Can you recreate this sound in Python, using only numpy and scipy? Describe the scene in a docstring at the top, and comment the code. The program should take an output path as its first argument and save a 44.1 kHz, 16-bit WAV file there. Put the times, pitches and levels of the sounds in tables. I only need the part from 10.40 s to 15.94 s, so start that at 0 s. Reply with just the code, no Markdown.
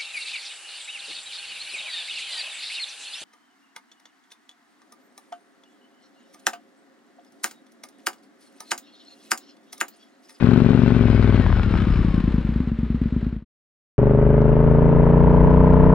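"""Two motorcycles, heard from the saddle.

A two-cylinder bike (a parallel twin) fires unevenly as it pulls in low gear, coasts with a few
exhaust pops, drops to a lumpy idle and fades out, its chain and valves rattling all the while.
Then a big V-twin cuts in, speeding up hard: bursts of exhaust ring its pipes, the air intake
gulps and honks, and wind buffets the microphone."""
import sys
import numpy as np
from scipy import signal
from scipy.fft import rfft, irfft
from scipy.io import wavfile
from scipy.ndimage import map_coordinates

SR = 44100
rng = np.random.default_rng(int(sys.argv[2]) if len(sys.argv) > 2 else 0)


def dump_mix(stems):
    """Bounce the given channels to the path in sys.argv[1] as a 16-bit WAV at rate SR."""
    frames = np.atleast_2d(stems).T  # one column per channel
    limited = np.clip(frames, -1, 1)  # hard clip at full scale
    pcm = np.round(limited * 32767).astype(np.int16)
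    wavfile.write(sys.argv[1], SR, pcm)


N = 244314
TIME = np.arange(N) / SR

# The first bike has five states: pulling, eased, throttle shut, coasting, idling.
# Between them (start_s, end_s): the rider eases off, then snaps the throttle shut;
# the starved engine fires again, then stops being pushed by the wheel and idles.
EASE_S, SHUT_S, RELIGHT_S, IDLE_S = (0.36, 0.76), (1.003, 1.03), (0.91, 1.77), (1.606, 2.32)
# A "place" is a point in the engine's cycle (two crank turns), counted in cycles.
FAR_PLACE = .641  # the V-twin's far cylinder fires this long after the near one


def undb(db):
    """Turn decibels into a gain."""
    return 10 ** (np.asarray(db) / 20)


def unit(x):
    """Scale to an average (rms) level of 1."""
    return x / np.sqrt(np.mean(x ** 2))


def pan(x, db):
    """Make the left side db louder than the right."""
    return x * undb(db * np.array([[.5], [-.5]]))


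def ramp(x, span):
    """0 before the span, 1 after it, a straight line in between."""
    return np.clip((x - span[0]) / (span[1] - span[0]), 0, 1)


def by_state(values):
    """Glide through five values, one for each state of the first bike."""
    changes = (EASE_S, SHUT_S, RELIGHT_S, IDLE_S)
    return values[0] + sum(step * ramp(TIME, span) for step, span in zip(np.diff(values), changes))


def butter(x, hz, kind="low", order=2):
    """Keep what is below hz ("low") or above it ("high")."""
    return signal.sosfilt(signal.butter(order, hz, kind, fs=SR, output="sos"), x + 1e-18)


def decay(x, seconds):
    """Give each click a tail that dies away."""
    return signal.lfilter([1], [1, -np.exp(-1 / (seconds * SR))], x)


def ring(x, hz, width_hz):
    """Ring at one pitch."""
    return signal.lfilter(*signal.iirpeak(hz, hz / width_hz, SR), x + 1e-18)


def rings(x, modes):
    """Ring at several pitches at once."""
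    return sum(undb(db) * ring(x, hz, width_hz) for hz, width_hz, db in modes)


def colour(x, points, size=8192):
    """Shape the tone by (pitch_hz, level_db) points; a click of size 1 comes out with peak 1."""
    hz, db = np.transpose(points)
    bins = np.maximum(np.arange(size // 2 + 1), 1) * SR / size
    gains = undb(np.interp(np.log(bins), np.log(hz), db))
    cepstrum = irfft(np.log(gains))  # using half of it keeps the sound from starting early
    response = irfft(np.exp(rfft(2 * cepstrum[:size // 2], size)))
    return signal.fftconvolve(x, response / np.abs(response).max())[:len(x)]


def detuned(body, x, table, ratio):
    """Pass x through a body whose pitches all move by the given ratio."""
    clock = np.cumsum(ratio)
    grid = np.arange(clock[-1])
    return np.interp(clock, grid, body(np.interp(grid, clock, x), table))


def stereo_noise(points, side_db):
    """Shaped noise, partly alike on the left and right."""
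    mid, side = (unit(colour(rng.standard_normal(N), points)) for _ in range(2))
    return mid + undb(side_db) * side * np.array([[1], [-1]])


def wander(hz):
    """A random wobble of typical size 1, mostly slower than hz."""
    return unit(butter(rng.standard_normal(N), hz))


def count_cycles(cycle_hz, firing_s):
    """Count engine cycles from the firing at firing_s."""
    cycle = np.cumsum(cycle_hz) / SR
    return cycle - np.interp(firing_s, TIME, cycle)


def clicks(times, sizes):
    """Clicks, each shared between two samples."""
    at = np.clip(np.asarray(times) * SR, 0, N - 2)
    i = at.astype(int)
    return np.bincount(i, sizes * (1 - at + i), N) + np.bincount(i + 1, sizes * (at - i), N)


def strokes(cycle, place, scatter_db, jitter_ms):
    """One click a cycle, each a little different in size and timing."""
    places = np.arange(np.ceil(cycle[0] - place), cycle[-1] - place) + place
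    times = np.interp(places, cycle, TIME)
    late, loud = rng.standard_normal((400, 2))[:len(times)].T
    return clicks(times + jitter_ms * late / 1000, undb(scatter_db * loud))


def cycles_from(cycle, place):
    """How far the engine is before (-) or after (+) a place."""
    return (cycle - place + .5) % 1 - .5


def valve(cycle, place, width):
    """A smooth opening once a cycle."""
    return np.exp(-.5 * (cycles_from(cycle, place) / width) ** 2)


def wind(doublings):
    """Wind buffets the microphone in short gusts, louder with each doubling of speed."""
    tone = [(12, -10), (25, -13), (55, -8), (90, -23.5), (200, -21), (600, -38), (3000, -98.5)]
    return stereo_noise(tone, side_db=-1.5) * undb(-27 + 20.5 * doublings + .95 * wander(14))


def sharp_ticks():
    """A few faint, bright ticks over the V-twin."""
    # the ticks: start_s, level_db
    ticks = [(4.018, -38), (4.204, -45), (4.804, -48), (5.106, -45), (5.204, -47), (5.335, -40)]
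    start_s, level_db = np.transpose(ticks)
    tone = [(1000, -29), (3000, 1.5), (4800, -2.5), (7000, -11.5), (11000, -23.5), (15000, -39)]
    return colour(clicks(start_s, undb(level_db)), tone)


def gas_rush(cycle, doublings):
    """Gas rushes through the V-twin, swelling twice a cycle."""
    # tone of the rushing gas: pitch_hz, level_db
    tone = [(100, -7), (400, -1), (700, -9.5), (1000, 2), (1350, -2), (2000, -11.5), (3000, -22.5),
            (3800, -33.5), (5200, -41), (6500, -49), (10000, -63.5), (15000, -81)]
    swell = 1.75 + .6 * valve(cycle, .06, .08) + .7 * valve(cycle, .8, .065)
    return stereo_noise(tone, side_db=-6) * swell * undb(-44 + 12.5 * doublings)


def valve_ticks(cycle):
    """The V-twin's valves snap shut at the same two places in every cycle."""
    snaps = sum(strokes(cycle, place, scatter_db=1.5, jitter_ms=.022) for place in (.12, .82))
    tone = [(300, -22.5), (1000, -9), (1350, 8.5), (1550, 13), (1750, 1.5), (2050, -12), (2600, -19),
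            (3300, -43), (4500, -58), (15000, -105)]
    return undb(-49) * colour(snaps, tone)


def clatter(cycle):
    """The first bike's valves and chain rattle in step with the crank and ring the engine case."""
    # tone of the rattle: pitch_hz, level_db
    tone = [(100, 4), (400, 6.5), (700, -6), (1050, -5), (1250, -4), (1500, -5), (1900, -8), (2800, -13.5),
            (4000, -18), (5200, -29), (6000, -33.5), (9500, -41), (11500, -55.5), (15000, -76.5)]
    # ringing of the case: pitch_hz, width_hz, level_db
    case_modes = [(1084, 59, 3.5), (1535, 70, 4), (2210, 77, -2), (2990, 42, -3), (4030, 33, -9)]
    # the rattle in each state: level_db
    rattle_db = (-37, -36, -37, -38, -46.5)
    # the case in each state: level_db
    case_db = (-55.5, -45.5, -46, -48, -64.5)
    taps = sum(strokes(cycle, place, scatter_db=4.5, jitter_ms=.92) for place in (0, .24, .42, .62, .8))
    beat = decay(butter(taps, 410), seconds=.0045)
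    rattle = stereo_noise(tone, side_db=-11) * (1.4 + .86 * beat)
    rattle *= undb(by_state(rattle_db) + wander(36))
    case = rings(rng.standard_normal(N) * (.2 + beat), case_modes)
    return rattle + unit(butter(case, 5200, order=6)) * undb(by_state(case_db))


def gear_whine(cycle_hz):
    """The gears whine, falling in pitch as the first bike slows."""
    # gear tones: waves_per_cycle, level_db in each state
    whines = [(105, (-58, -48, -40, -45, -67)), (117, (-53, -52, -54, -62, -75)),
              (210, (-80, -72, -54, -57, -78)), (233.5, (-70, -57, -55, -65, -80))]
    angle = 2 * np.pi * np.cumsum(cycle_hz) / SR
    return sum(np.sin(waves * angle + wander(35)) * undb(by_state(db) + 3 * wander(14))
               for waves, db in whines)


def singing_metal(pitch_hz=5140, width_hz=300):
    """A thin metal part sings when the drive goes slack."""
    # the singing in each state: level_db
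    sing_db = (-80, -76, -60, -65, -88)
    note = ring(ring(rng.standard_normal(N), pitch_hz, width_hz), pitch_hz, width_hz)
    return unit(note) * undb(by_state(sing_db) + 2.7 * wander(9.9))


def exhaust_pops():
    """Unburnt fuel pops in the silencer: a crack and a short puff."""
    # the pops: start_s, level_db
    pops = [(1.009, -21), (1.041, -21), (1.064, -12), (1.102, -15), (1.127, -14), (1.169, -20),
            (1.196, -11), (1.34, -15), (1.354, -16)]
    start_s, level_db = np.transpose(pops)
    cracks = clicks(start_s, undb(level_db))
    puffs = decay(cracks, seconds=.003) * rng.standard_normal(N)
    tone = [(200, -8), (600, 0), (1100, 0), (1600, -6), (3000, -21), (6000, -44), (15000, -85)]
    return colour(.08 * puffs - cracks, tone)


def twin_gulps(cycle, firing_places):
    """Each cylinder of the first bike sucks in air about a quarter cycle after it fires."""
    # the gulps in each state: level_db
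    gulp_db = (-22.5, -12, -38.5, -10.5, -39.5)
    suction = sum(valve(cycle - place, .27, .03) for place in firing_places)
    return -butter(undb(by_state(gulp_db)) * suction, 40, "high", order=1)


def gas_thump(firings, delay_s=.0095):
    """The gas in the pipe slumps back a moment after each exhaust stroke."""
    # the thump in each state: level_db
    thump_db = (-24.5, -14, -7, -13, -39.5)
    slump = np.interp(TIME - delay_s, TIME, firings) * undb(by_state(thump_db))
    tone = [(20, -34), (45, 7), (68, 8), (112, 2), (170, -11.5), (300, -43.5), (600, -46.5), (2000, -93)]
    return -colour(slump, tone)


def pipe_rasp(firings):
    """While the first bike is under load, its firings also rasp in the front pipes."""
    load = by_state((.56, .6, .14, .14, .14))
    tone = [(200, -21), (480, -7.5), (680, 10.5), (850, 14), (1080, 9), (1250, -4), (1520, 13.5),
            (1900, -24.5), (4000, -48), (9000, -76), (15000, -100.5)]
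    return load ** 2 * colour(firings, tone)


def silencer(firings, smear_hz=90):
    """The silencer turns firings into barks, or into round putts once the throttle is shut."""
    # tone under load: pitch_hz, level_db
    loaded_tone = [(25, -23), (70, -8.5), (115, -2), (150, -3), (185, -3), (208, -5), (245, 0.5),
                   (305, -13.5), (375, -11), (420, -12), (480, -34), (530, -20.5), (620, -24), (1200, -52),
                   (3000, -79), (9000, -120)]
    # tone when coasting: pitch_hz, level_db
    coasting_tone = [(20, -24), (40, -3.5), (60, 7), (90, -2), (125, -9.5), (175, 3.5), (215, -1),
                     (260, -8), (320, -8), (400, -26.5), (600, -48), (2000, -78.5), (9000, -125)]
    # tone when idling: pitch_hz, level_db
    idle_tone = [(20, -28), (40, -5.5), (58, 9.5), (85, -4), (120, -3), (165, 0.5), (200, -5), (232, 5.5),
                 (275, -9), (350, -17), (420, -22.5), (600, -37.5), (2000, -84), (9000, -125)]
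    # how far uneven burning shifts the pitch in each state: fraction_of_pitch
    burble = (0, .005, .08, .09, .03)
    shut, idle = ramp(TIME, SHUT_S), ramp(TIME, IDLE_S)
    bark = colour(firings * (1 - shut), loaded_tone)
    pitch_ratio = 1 + by_state(burble) * wander(7.7)
    putts = detuned(colour, firings * shut * (1 - idle), coasting_tone, pitch_ratio)
    putts += detuned(colour, firings * idle, idle_tone, pitch_ratio)
    # the chambers spread each sharp blow out in time (an all-pass filter)
    k = np.tan(np.pi * smear_hz / SR)
    return bark + signal.lfilter([1 - k, -1 - k], [1 + k, k - 1], putts + 1e-18)


def twin_firings(cycle, first_place=-.38):
    """Two firings close together and a weaker third beat give the first bike its lumpy rhythm."""
    # the firings in each state: level_db
    firing_db = (-4, -6, -15.5, -6, -9.5)
    # the third beat against the second, in each state: level_db
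    third_db = (-14, -29.5, -7.5, -4.5, -14)
    first = strokes(cycle, first_place, scatter_db=.9, jitter_ms=.04)
    second = strokes(cycle, 0, scatter_db=.7, jitter_ms=.04)
    third = undb(by_state(third_db)) * strokes(cycle, .28, scatter_db=2, jitter_ms=.6)
    pair = undb(by_state((-4, -6, -3.5, 1, -1.5))) * first + second
    strength = undb(by_state(firing_db))
    rasp = strength * undb(-9.5) * pipe_rasp(first + undb(-6) * second)
    exhaust = silencer((pair + third) * strength) + gas_thump(pair) + rasp
    return exhaust + twin_gulps(cycle, (first_place, 0))


def parallel_twin():
    """The first bike slows, drifts from the left towards the centre and drops to idle; then the sound fades
    out."""
    # engine speed: time_s, cycles_per_s
    speeds = [(0, 21.11), (.162, 23.24), (.506, 23.15), (.949, 19.46), (1.173, 13.81), (1.618, 10.87),
              (2.142, 8.8), (2.544, 8.72), (3.05, 10.77)]
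    cycle_hz = np.interp(TIME, *np.transpose(speeds))
    cycle = count_cycles(cycle_hz, firing_s=.0425)
    bike = twin_firings(cycle) + exhaust_pops() + clatter(cycle) + gear_whine(cycle_hz) + singing_metal()
    drift = ramp(TIME, (.075, 2.32))
    left, right = pan(bike, np.interp(drift, (0, 1), (10.5, 1.74)))
    lag_s = np.interp(drift, (0, 1), (.07, .0096)) / 1000  # the right side hears it a little later
    right = map_coordinates(right, [(TIME - lag_s) * SR], mode="nearest")
    return np.array([left, right]) * (1 - ramp(TIME, (2.82, 3.048)))


def honk(cycle, cycle_hz, place, pitch_hz, rise_hz_per_s=18000):
    """A short rising note once a cycle, while an intake valve is open."""
    offset_s = cycles_from(cycle, place) / cycle_hz
    waves = offset_s * (pitch_hz + rise_hz_per_s * offset_s / 2)
    return valve(cycle, place, .062) * np.cos(2 * np.pi * waves)


def v_twin_intake(cycle, cycle_hz, engine_db, honk_from_hz=26.54, honk_full_hz=29.7):
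    """The cylinders gulp air; as speed climbs, the intake honks and the airbox throbs."""
    # sucking strokes: place_cycles, width_cycles, level_db
    breaths = [(0.306, 0.033, -4), (0.69, 0.017, -6.5), (.92, .025, -5.5)]
    suction = sum(undb(db) * valve(cycle - .017, place, width) for place, width, db in breaths)
    gulps = -butter(suction * undb(engine_db + .15 * wander(45)), 91, "high", order=1)
    honking = ramp(cycle_hz, (honk_from_hz, honk_full_hz))
    throb = undb(-42.5 + 20 * honking) * np.cos(2 * np.pi * 2 * cycle)  # once a crank turn
    speed_ratio = cycle_hz / honk_full_hz
    pitch_hz = 937 * speed_ratio ** .3
    near, far = (honk(cycle, cycle_hz, .24 + place, pitch_hz) for place in (0, FAR_PLACE))
    honk_db = -26.5 + 9.5 * honking + 8.5 * np.log2(speed_ratio) + .44 * wander(16)
    honks = undb(honk_db) * (near + undb(-8.5) * far)
    return pan(gulps + throb, .3) + pan(honks, 1.7)


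def v_twin_exhaust(cycle, doublings, engine_db):
    """Two bursts a cycle ring the pipes, whose pitch rises with speed as the gas heats up."""
    # ringing of the pipes at the starting speed: pitch_hz, width_hz, level_db
    pipe_modes = [(87.5, 49, -6.5), (162.8, 29.4, 4), (236, 18, -1), (265, 20, 0), (408.4, 31.7, 10.5),
                  (534, 75, 4.5), (557.7, 17, -1)]
    near = strokes(cycle, 0, scatter_db=.4, jitter_ms=.015)
    far = strokes(cycle, FAR_PLACE, scatter_db=.6, jitter_ms=.025)
    bursts = butter(near, 278) + undb(-6) * butter(far, 280)
    pipes = detuned(rings, bursts, pipe_modes, ratio=2 ** (.46 * doublings))
    return butter(undb(33.5 + engine_db) * pipes, 2600, order=3)


def v_twin(start_s=3.581, start_hz=24.803, rise_hz_per_s=4.17):
    """The second bike cuts in and speeds up; its pull weakens as the speed builds."""
    since_s = np.maximum(TIME - start_s, 0)
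    cycle_hz = start_hz + rise_hz_per_s * since_s - .395 * since_s ** 2
    cycle = count_cycles(cycle_hz, firing_s=3.5902)
    doublings = np.log2(cycle_hz / start_hz)
    engine_db = .3 - .7 * doublings
    bike = pan(v_twin_exhaust(cycle, doublings, engine_db), 3.7)
    bike += v_twin_intake(cycle, cycle_hz, engine_db)
    bike += pan(valve_ticks(cycle), 1.7)
    bike += pan(gas_rush(cycle, doublings) + wind(doublings), 1.4)
    cut_in = ramp(since_s, (0, .00025))
    cut_out = ramp(TIME[-1] - TIME, (0, .0023))
    return bike * cut_in * cut_out


def scene():
    """One bike after the other."""
    return parallel_twin() + v_twin() + pan(sharp_ticks(), 5.8)


def record(dry, ceiling=.97, top_hz=15600):
    """The microphone gently shaves off the tallest peaks and cuts the highest treble."""
    excess = dry - np.clip(dry, -ceiling, ceiling)
    rounded = signal.sosfiltfilt(signal.butter(4, 2500, fs=SR, output="sos"), excess + 1e-18)
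    return signal.sosfilt(signal.ellip(8, .2, 70, top_hz, fs=SR, output="sos"), dry - rounded)


dry = scene()
out = record(dry)
dump_mix(out)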